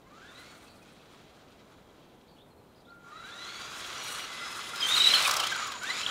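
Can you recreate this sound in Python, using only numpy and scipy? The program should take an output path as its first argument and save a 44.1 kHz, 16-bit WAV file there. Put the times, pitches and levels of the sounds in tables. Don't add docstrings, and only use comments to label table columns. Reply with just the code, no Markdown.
import sys
import numpy as np
from scipy import signal
from scipy.fft import rfft, irfft
from scipy.io import wavfile
from scipy.ndimage import uniform_filter1d

SR = 44100
rng = np.random.default_rng(int(sys.argv[2]) if len(sys.argv) > 2 else 0)


def voltage_ratio(decibels):
    exponent = np.asarray(decibels, float) / 20
    return 10 ** exponent


def digitize_waveform(pressure):
    field = np.atleast_2d(pressure).T
    bounded = np.clip(field, -1, 1)
    quanta = np.round(bounded * 32767).astype(np.int16)
    wavfile.write(sys.argv[1], SR, quanta)


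N = 269010
T = np.arange(N) / SR

# frequency in Hz, level in dB per Hz.
TOWN_SPECTRUM = [(12, -45), (20, -8.5), (107, -1), (246, 0), (442, -3), (888, -9.5), (1020, -9),
                 (1140, -13.5), (1890, -22), (3690, -33), (4120, -46), (5300, -38), (11900, -34),
                 (14500, -32), (15700, -36)]
TOWN_DB = -58

# first stroke in s, last stroke in s, low Hz, high Hz, level in dB.
TRILLS = [
    (.672, .72, 3800, 4700, -66),
    (2.277, 2.307, 2900, 4700, -66.5),
    (2.745, 2.795, 3000, 5000, -70.5),
]
STROKE_S, STROKE_GAP_S, FIRST_STROKE_DROP_HZ = .023, .016, 650
# start in s, length in s, start Hz, end Hz, level in dB.
PEEPS = [ (.75, .03, 4950, 5100, -76), (.66, .03, 2600, 2570, -66), (.735, .025, 2500, 2480, -67),
         (.815, .025, 2520, 2500, -61), (.88, .02, 2550, 2500, -65), (.99, .025, 2600, 2550, -67),
         (2.325, .04, 4400, 4300, -75), (2.365, .012, 3100, 2600, -68), (2.375, .024, 2650, 3600, -64),
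         (2.392, .032, 2650, 3750, -63), (2.413, .024, 3300, 3900, -65), (2.505, .03, 4250, 4150, -71),
         (2.575, .04, 4250, 4200, -74), (2.645, .09, 4200, 4150, -79), (2.848, .03, 3150, 4050, -65.5),
         (2.88, .036, 3250, 4450, -65)]

# time in s, level in dB.
HUM = [(2.87, -64), (2.89, -61.5), (3.43, -55), (3.59, -53.5), (4.2, -66), (4.32, -91), (4.42, -48),
       (4.66, -78), (4.751, -41)]
HUM_HZ = 1397

# time in s, peak in dB, chassis knock against it in dB, scatter in s.
GRIT_BUMPS = [(.672, -52, -6, .008), (.752, -55, -6, .01), (.824, -51, -9, .01), (.89, -55, -6, .008),
              (4.349, -45, 3, 0.006), (4.6892, -36, -10, 0.006), (4.7578, -29, -2, 0.006),
              (5.0855, -22, -4, 0.006), (5.223, -20, -3, 0.006), (5.2485, -23, -3, 0.0044),
              (5.2749, -17, 2, 0.0068), (5.29, -23.5, 3, 0.0087), (5.311, -13, -6, 0.0048),
              (5.338, -17, -4.5, 0.0051), (5.365, -15, -3.5, 0.0066), (5.399, -18, 1, 0.0069),
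              (5.4344, -25, 9, 0.0068), (5.469, -21.5, 1, 0.006), (5.4984, -46, -5, 0.006),
              (5.5146, -29, 1, 0.0089), (5.5624, -28, 2, 0.0045), (5.6032, -37, 1, 0.005),
              (5.6685, -30, -4, 0.0092), (5.7184, -30, 5.5, 0.0067), (5.8351, -28, -2, 0.0033),
              (5.8994, -40, -7, 0.0052), (5.9738, -38, 0, 0.006), (6.0003, -36, 2, 0.0074)]
GRIT_HISS = [(3500, -31), (5000, -10), (7000, -14), (10000, -23), (13000, -25), (15800, -25)]
SPLASH_DB, SPLASH_S = -29, 0.0058

# start in s, length in s, start Hz, end Hz, level in dB.
SQUEAKS = [ (5.21, .065, 3750, 3500, -35), (5.243, .04, 2550, 2150, -31), (5.392, .024, 3150, 2850, -30),
           (5.425, .022, 2750, 2950, -32), (5.468, .016, 3000, 3600, -33), (5.5, .014, 3800, 4000, -37),
           (5.515, .025, 3000, 3250, -38), (6.028, 0.021, 3110, 3100, -33.5),
           (6.063, 0.0074, 3270, 3010, -23), (6.088, 0.014, 3200, 3050, -33)]
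# time in s, pitch in Hz, level in dB.
REAR_TREAD = [(4.95, 3100, -44), (5.02, 2990, -41), (5.035, 3150, -37), (5.052, 2900, -38),
              (5.069, 3050, -42.5), (5.089, 2850, -45), (5.12, 3114, -34.5), (5.161, 3290, -39),
              (5.199, 3140, -56)]
# time in s, pitch in Hz, level in dB.
FRONT_GRIPS = [(4.833, 3124, -24), (4.858, 3150, -27.5), (4.894, 3560, -30.5), (4.922, 3830, -27.5),
               (4.946, 3750, -26), (4.965, 4200, -27), (4.98, 3820, -25), (5.009, 3850, -20.5),
               (5.026, 3950, -24), (5.044, 3880, -19.5), (5.061, 3910, -21.5), (5.074, 3910, -16.5),
               (5.091, 3900, -29), (5.11, 4200, -25), (5.124, 3980, -27), (5.155, 4250, -24),
               (5.187, 3950, -34)]
GRIP_SHARE, GRIP_SAG_HZ = .34, 160
SQUEAL_OCTAVE_DB = -22

# start in s, end in s, resonance in Hz, width in Hz, level in dB.
PANELS = [ (0.77, 2.4, 3250, 190, -79), (3.44, 4.6, 6600, 270, -60.5), (3.4, 4.7, 3380, 300, -54.5),
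          (4.25, 4.9, 2030, 80, -50.5), (3.13, 4.5, 3900, 140, -58.5), (5.24, 5.4, 1150, 270, -39),
          (5.1, 5.42, 700, 450, -45), (.2, .56, 1420, 90, -65), (.2, .4, 1620, 200, -66),
          (3.35, 3.9, 5950, 300, -63), (4.3, 4.75, 10000, 1500, -60), (4.82, 4.96, 6250, 250, -47),
          (4.97, 5.2, 5300, 1200, -41), (4.86, 5.0, 6950, 300, -46), (5.47, 5.8, 6900, 250, -51),
          (5.84, 6.15, 7100, 350, -51)]

# time in s, nearness in dB, wetness of the ground in dB.
RUNS = [
    [(0, -69, -19), (.06, -69, -18), (.2, -61.5, -28), (.4, -57, -12), (.6, -59.5, -13), (.8, -64, -12),
     (1.2, -62.5, -18), (2.0, -68.5, -18), (2.6, -73.5, -10)],
    [(3.02, -69.5, -17), (3.09, -61.5, -19), (3.4, -51, -17), (3.66, -47, -14.5), (4.0, -43.5, -16.5),
     (4.11, -42, -5), (4.2, -42.5, -8), (4.27, -45.5, -17.5), (4.54, -44.5, -13.5), (4.74, -44.5, -15),
     (4.84, -35, -16), (4.92, -33, -9.5), (5.17, -29.5, -12.5), (5.27, -33, -10), (5.37, -35.5, -16),
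     (5.63, -39.5, -32), (5.8, -48, -17), (5.9, -39, -19.5)],
]
# frequency in Hz, level in dB.
BOOM = [(40, -12), (100, -4.5), (250, -2.5), (500, 0.5), (800, 0), (1000, -13), (1200, -50)]
# centre in Hz, width in Hz, level in dB.
SHELL = [(1255, 700, 17.5), (1350, 530, 11.5), (1440, 73, -12)]
CHASSIS = [(2038, 59, 0.5), (2390, 730, 5), (2710, 180, -3), (3270, 1060, 2.5), (3830, 260, 2.5),
           (4250, 50, -1), (3100, 2870, 15.5)]
MOTOR_CAN = [(4950, 85, -10), (6125, 560, -1.5), (6870, 500, 5), (6150, 3550, 12)]
# frequency in Hz, level in dB.
DROPS = [(7500, 7.5), (8700, 10), (10000, 6.5), (11500, 1.5), (13000, -17)]
MIST = [(10000, -24), (12000, 3), (14000, 2), (15800, -3)]
NEAR_DB = -40
BOOM_DB, BOOM_FOLLOWS = -52, 0.49
SHELL_DB, SHELL_FOLLOWS = -43.5, 0.92
CAN_DB, MIST_DB = -11.5, -8
POWER_SHELL_DB, POWER_CAN_DB = 2, 2.5

# time in s, tooth mesh rate in Hz, whine level in dB.
BURSTS = [
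    [(.04, 980, -67), (.16, 1273, -66), (.244, 1630, -65), (.35, 1913, -75), (.49, 2204, -67),
     (.57, 2180, -72)],
    [(3.04, 1100, -69), (3.13, 1229, -60), (3.2, 1330, -57), (3.29, 1660, -63), (3.386, 1944, -64.5),
     (3.6, 2296, -57.5), (3.92, 2860, -66), (4.0, 2904, -51.5), (4.26, 2864, -54)],
    [(4.3, 2490, -69), (4.44, 2567, -55), (4.55, 2575, -54.5), (4.7, 2575, -65), (4.82, 2510, -42.5)],
    [(5.5, 1634, -69), (5.525, 1580, -42.5), (5.6, 1309, -50), (5.68, 1135, -49), (5.77, 978, -48.5)],
    [(5.817, 1411, -38), (5.836, 1519, -49), (5.87, 1780, -47), (5.905, 2000, -45.5), (5.925, 2200, -49),
     (5.95, 2400, -47), (5.985, 2534, -44), (6.1, 2850, -54)],
]
BURST_OCTAVE_DB = [3, 3, 2, -7, -4]
# centre in Hz, width in Hz, lift in dB.
WHINE_PEAKS = [(1250, 126, 9), (1580, 195, 9), (2000, 150, 10.5), (2540, 90, -7), (3550, 200, 10),
               (3950, 510, 17), (5040, 720, 4.5)]
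SPUR_TEETH = 60
OCTAVE_DB, OCTAVE_DB_PER_KHZ = -5, 12
AXLE_DB, AXLE_DB_PER_KHZ = -4, 2


def level(x):
    return x / np.sqrt(np.mean(x ** 2))


def colour(x, table):
    hz, db = np.transpose(table)
    f = np.fft.rfftfreq(len(x), 1 / SR) + 1
    gain = voltage_ratio(np.interp(np.log(f), np.log(hz), db, left=-70, right=-70))
    return level(irfft(rfft(x) * gain, len(x)))


def walk(rate):
    k = int(SR / rate)
    steps = np.repeat(rng.standard_normal(N // k + 1), k)
    return 1.3 * uniform_filter1d(uniform_filter1d(steps, k), k)[:N]


def gate(s, fade=0.008):
    return np.clip(np.minimum(T - s[0], s[-1] + .5 * fade - T) / fade + .5, 0, 1)


def turns(hz):
    return np.cumsum(hz) * 2 * np.pi / SR


def tone(phase, db):
    return np.sqrt(2) * voltage_ratio(db) * np.sin(phase)


def grains(rough):
    return voltage_ratio(rough * np.minimum(rng.exponential(size=N), 6)) * rng.standard_normal(N)


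def ring(x, modes, sway_db=.9):
    out = 0
    for hz, width, db in modes:
        b, a = signal.iirpeak(hz, hz / width, SR)
        mode = signal.lfilter(b, a, signal.lfilter(b, a, x))
        out = out + voltage_ratio(db + sway_db * walk(15)) * level(mode)
    return level(out)


def glides(table, rough, fullness):
    out, wobble = np.zeros(N), walk(240)
    for s, length, start_hz, end_hz, db in table:
        i, n = int(s * SR), int(length * SR)
        u = np.arange(n)[:N - i] / n
        hz = end_hz - (end_hz - start_hz) * (1 - u) ** ((end_hz / start_hz) ** 1.8)
        shape = np.sin(np.pi * u) ** fullness * voltage_ratio(3.5 * wobble[i:i + n])
        out[i:i + n] += shape * tone(turns(hz * (1 + rough * wobble[i:i + n])), db)
    return out


def town():
    return voltage_ratio(TOWN_DB + 0.09 * walk(5.2)) * colour(rng.standard_normal(N), TOWN_SPECTRUM)


def fence(x, t60=.4):
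    u = T[:SR // 2]
    tail = rng.standard_normal(len(u)) * np.exp(-np.log(1000) * u / t60) * (u > .012)
    tail = uniform_filter1d(tail, size=3)
    return signal.fftconvolve(x, tail / np.sqrt(np.sum(tail ** 2)))[:N]


def birds():
    strokes = []
    for first, last, low_hz, high_hz, db in TRILLS:
        for s in np.linspace(first, last, round((last - first) / STROKE_GAP_S) + 1):
            start_hz = low_hz - FIRST_STROKE_DROP_HZ * (s == first)
            strokes.append((s, STROKE_S, start_hz, high_hz, db))
    return glides(strokes + list(PEEPS), .008, .4)


def controller():
    s, db = np.transpose(HUM)
    command_db = 4 * np.sin(2 * np.pi * 50.3 * T)
    phase = turns(HUM_HZ * (1 + 0.0047 * walk(72)))
    return gate(s) * tone(phase, np.interp(T, s, db) + command_db + 3 * walk(60))


def grit():
    spray, knock = np.zeros(N), np.zeros(N)
    for s, db, knock_db, scatter in GRIT_BUMPS:
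        u = np.clip(T - s + .003, 0, None) / scatter
        shape = (u * np.exp(1 - u)) ** 3
        spray += voltage_ratio(db - 13.5) * shape
        knock += voltage_ratio(db + knock_db - 11) * shape
    return spray * colour(grains(3), GRIT_HISS) + ring(grains(2), SHELL + CHASSIS) * knock


def stick_slip(hz, db, rough):
    phase = turns(hz * (1 + rough * walk(300)))
    db = db + 170 * rough * walk(200)
    return tone(phase, db) + tone(2 * phase, db + SQUEAL_OCTAVE_DB + 4 * walk(60))


def front_squeal():
    s, hz, db = np.transpose(FRONT_GRIPS)
    u = (T - s[:, None]) / (GRIP_SHARE * np.gradient(s)[:, None])
    swells = voltage_ratio(db)[:, None] * np.exp(-u ** 2 / 2) + 1e-9
    sag = np.sum(swells * np.tanh(u), axis=0) / swells.sum(axis=0)
    hz = np.interp(T, s, hz) - GRIP_SAG_HZ * sag
    return stick_slip(hz, 20 * np.log10(swells.max(axis=0)), .011)


def rear_squeal():
    s, hz, db = np.transpose(REAR_TREAD)
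    return gate(s) * stick_slip(np.interp(T, s, hz), np.interp(T, s, db), .045)


def panels():
    out = 0
    for start, end, hz, width, db in PANELS:
        swell = gate((start, end), 0.074) * voltage_ratio(db + 2.0 * walk(50))
        out = out + swell * ring(grains(0.53), [(hz, width, 0)])
    return out


def splashes():
    s, db = np.array(GRIT_BUMPS)[:, :2].T
    bumps = np.zeros(N)
    bumps[(s * SR).astype(int)] = voltage_ratio(db + SPLASH_DB)
    u = np.arange(-SR // 20, SR // 20 + 1) / SR
    return signal.fftconvolve(bumps, np.exp(-(u / SPLASH_S) ** 2), "same")


def rolling():
    shake = walk(45)
    chassis = ring(grains(3.0), CHASSIS) * voltage_ratio(0.21 * shake + 1.24 * walk(90))
    boom = colour(grains(0.43), BOOM)
    shell = ring(grains(1.73), SHELL) * voltage_ratio(1.07 * shake + 1.3 * walk(110))
    can = ring(grains(3.5), MOTOR_CAN) * voltage_ratio(1.3 * shake + 1.0 * walk(150))
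    patter = .9 * shake + 1.5 * walk(40) + 1.2 * walk(90)
    mist = voltage_ratio(MIST_DB + 1.2 * walk(120)) * colour(grains(3.6), MIST)
    spray = (colour(grains(3.3), DROPS) + mist) * voltage_ratio(patter)

    power = np.clip(sum(gate((run[0][0], run[-1][0]), 0.041) for run in BURSTS), 0, 1)
    s, db, wet_db = np.vstack(RUNS).T
    db, wet_db = np.interp(T, s, db), np.interp(T, s, wet_db)
    can = voltage_ratio(CAN_DB + POWER_CAN_DB * power) * can
    boom = voltage_ratio(BOOM_DB + BOOM_FOLLOWS * (db - NEAR_DB)) * boom
    shell = voltage_ratio(SHELL_DB + SHELL_FOLLOWS * (db - NEAR_DB) + POWER_SHELL_DB * power) * shell
    return voltage_ratio(db) * (chassis + can + voltage_ratio(wet_db) * spray) + boom + shell + splashes() * spray


def shell_lift(hz):
    return sum(db / (1 + (2 * (hz - centre) / width) ** 2) for centre, width, db in WHINE_PEAKS)


def gears(table, octave_db):
    s, hz, db = np.transpose(table)
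    hz, db = np.interp(T, s, hz), np.interp(T, s, db)
    octave_db = octave_db + OCTAVE_DB + OCTAVE_DB_PER_KHZ * np.minimum(hz / 1000 - 2, 0)
    spur = turns(hz / SPUR_TEETH)
    phase = turns(hz * (1 + .015 * walk(200) + .007 * np.cos(spur)))
    throb_db = db + 3 * np.sin(spur)
    whine = tone(phase, throb_db + shell_lift(hz) + 3 * walk(170))
    octave = tone(2 * phase, throb_db + octave_db + shell_lift(2 * hz) + 3 * walk(170))
    axle_db = db + AXLE_DB + AXLE_DB_PER_KHZ * (hz / 1000 - 2.5) + 4 * walk(60)
    return gate(s) * (whine + octave + tone(3 * phase / 2, axle_db))


def scene():
    song = birds()
    tones = controller() + grit() + glides(SQUEAKS, 0.034, 0.64) + front_squeal() + rear_squeal()
    tones = tones + sum(gears(*pair) for pair in zip(BURSTS, BURST_OCTAVE_DB))
    yard = voltage_ratio(-14) * fence(tones) + voltage_ratio(-12) * fence(song)
    return (town() + song + yard + panels() + rolling() + tones)[None]


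def roll_off(x):
    return signal.sosfilt(signal.butter(12, 15870, fs=SR, output="sos"), x)


def record(dry):
    return roll_off(dry)


dry = scene()
out = record(dry)
digitize_waveform(out)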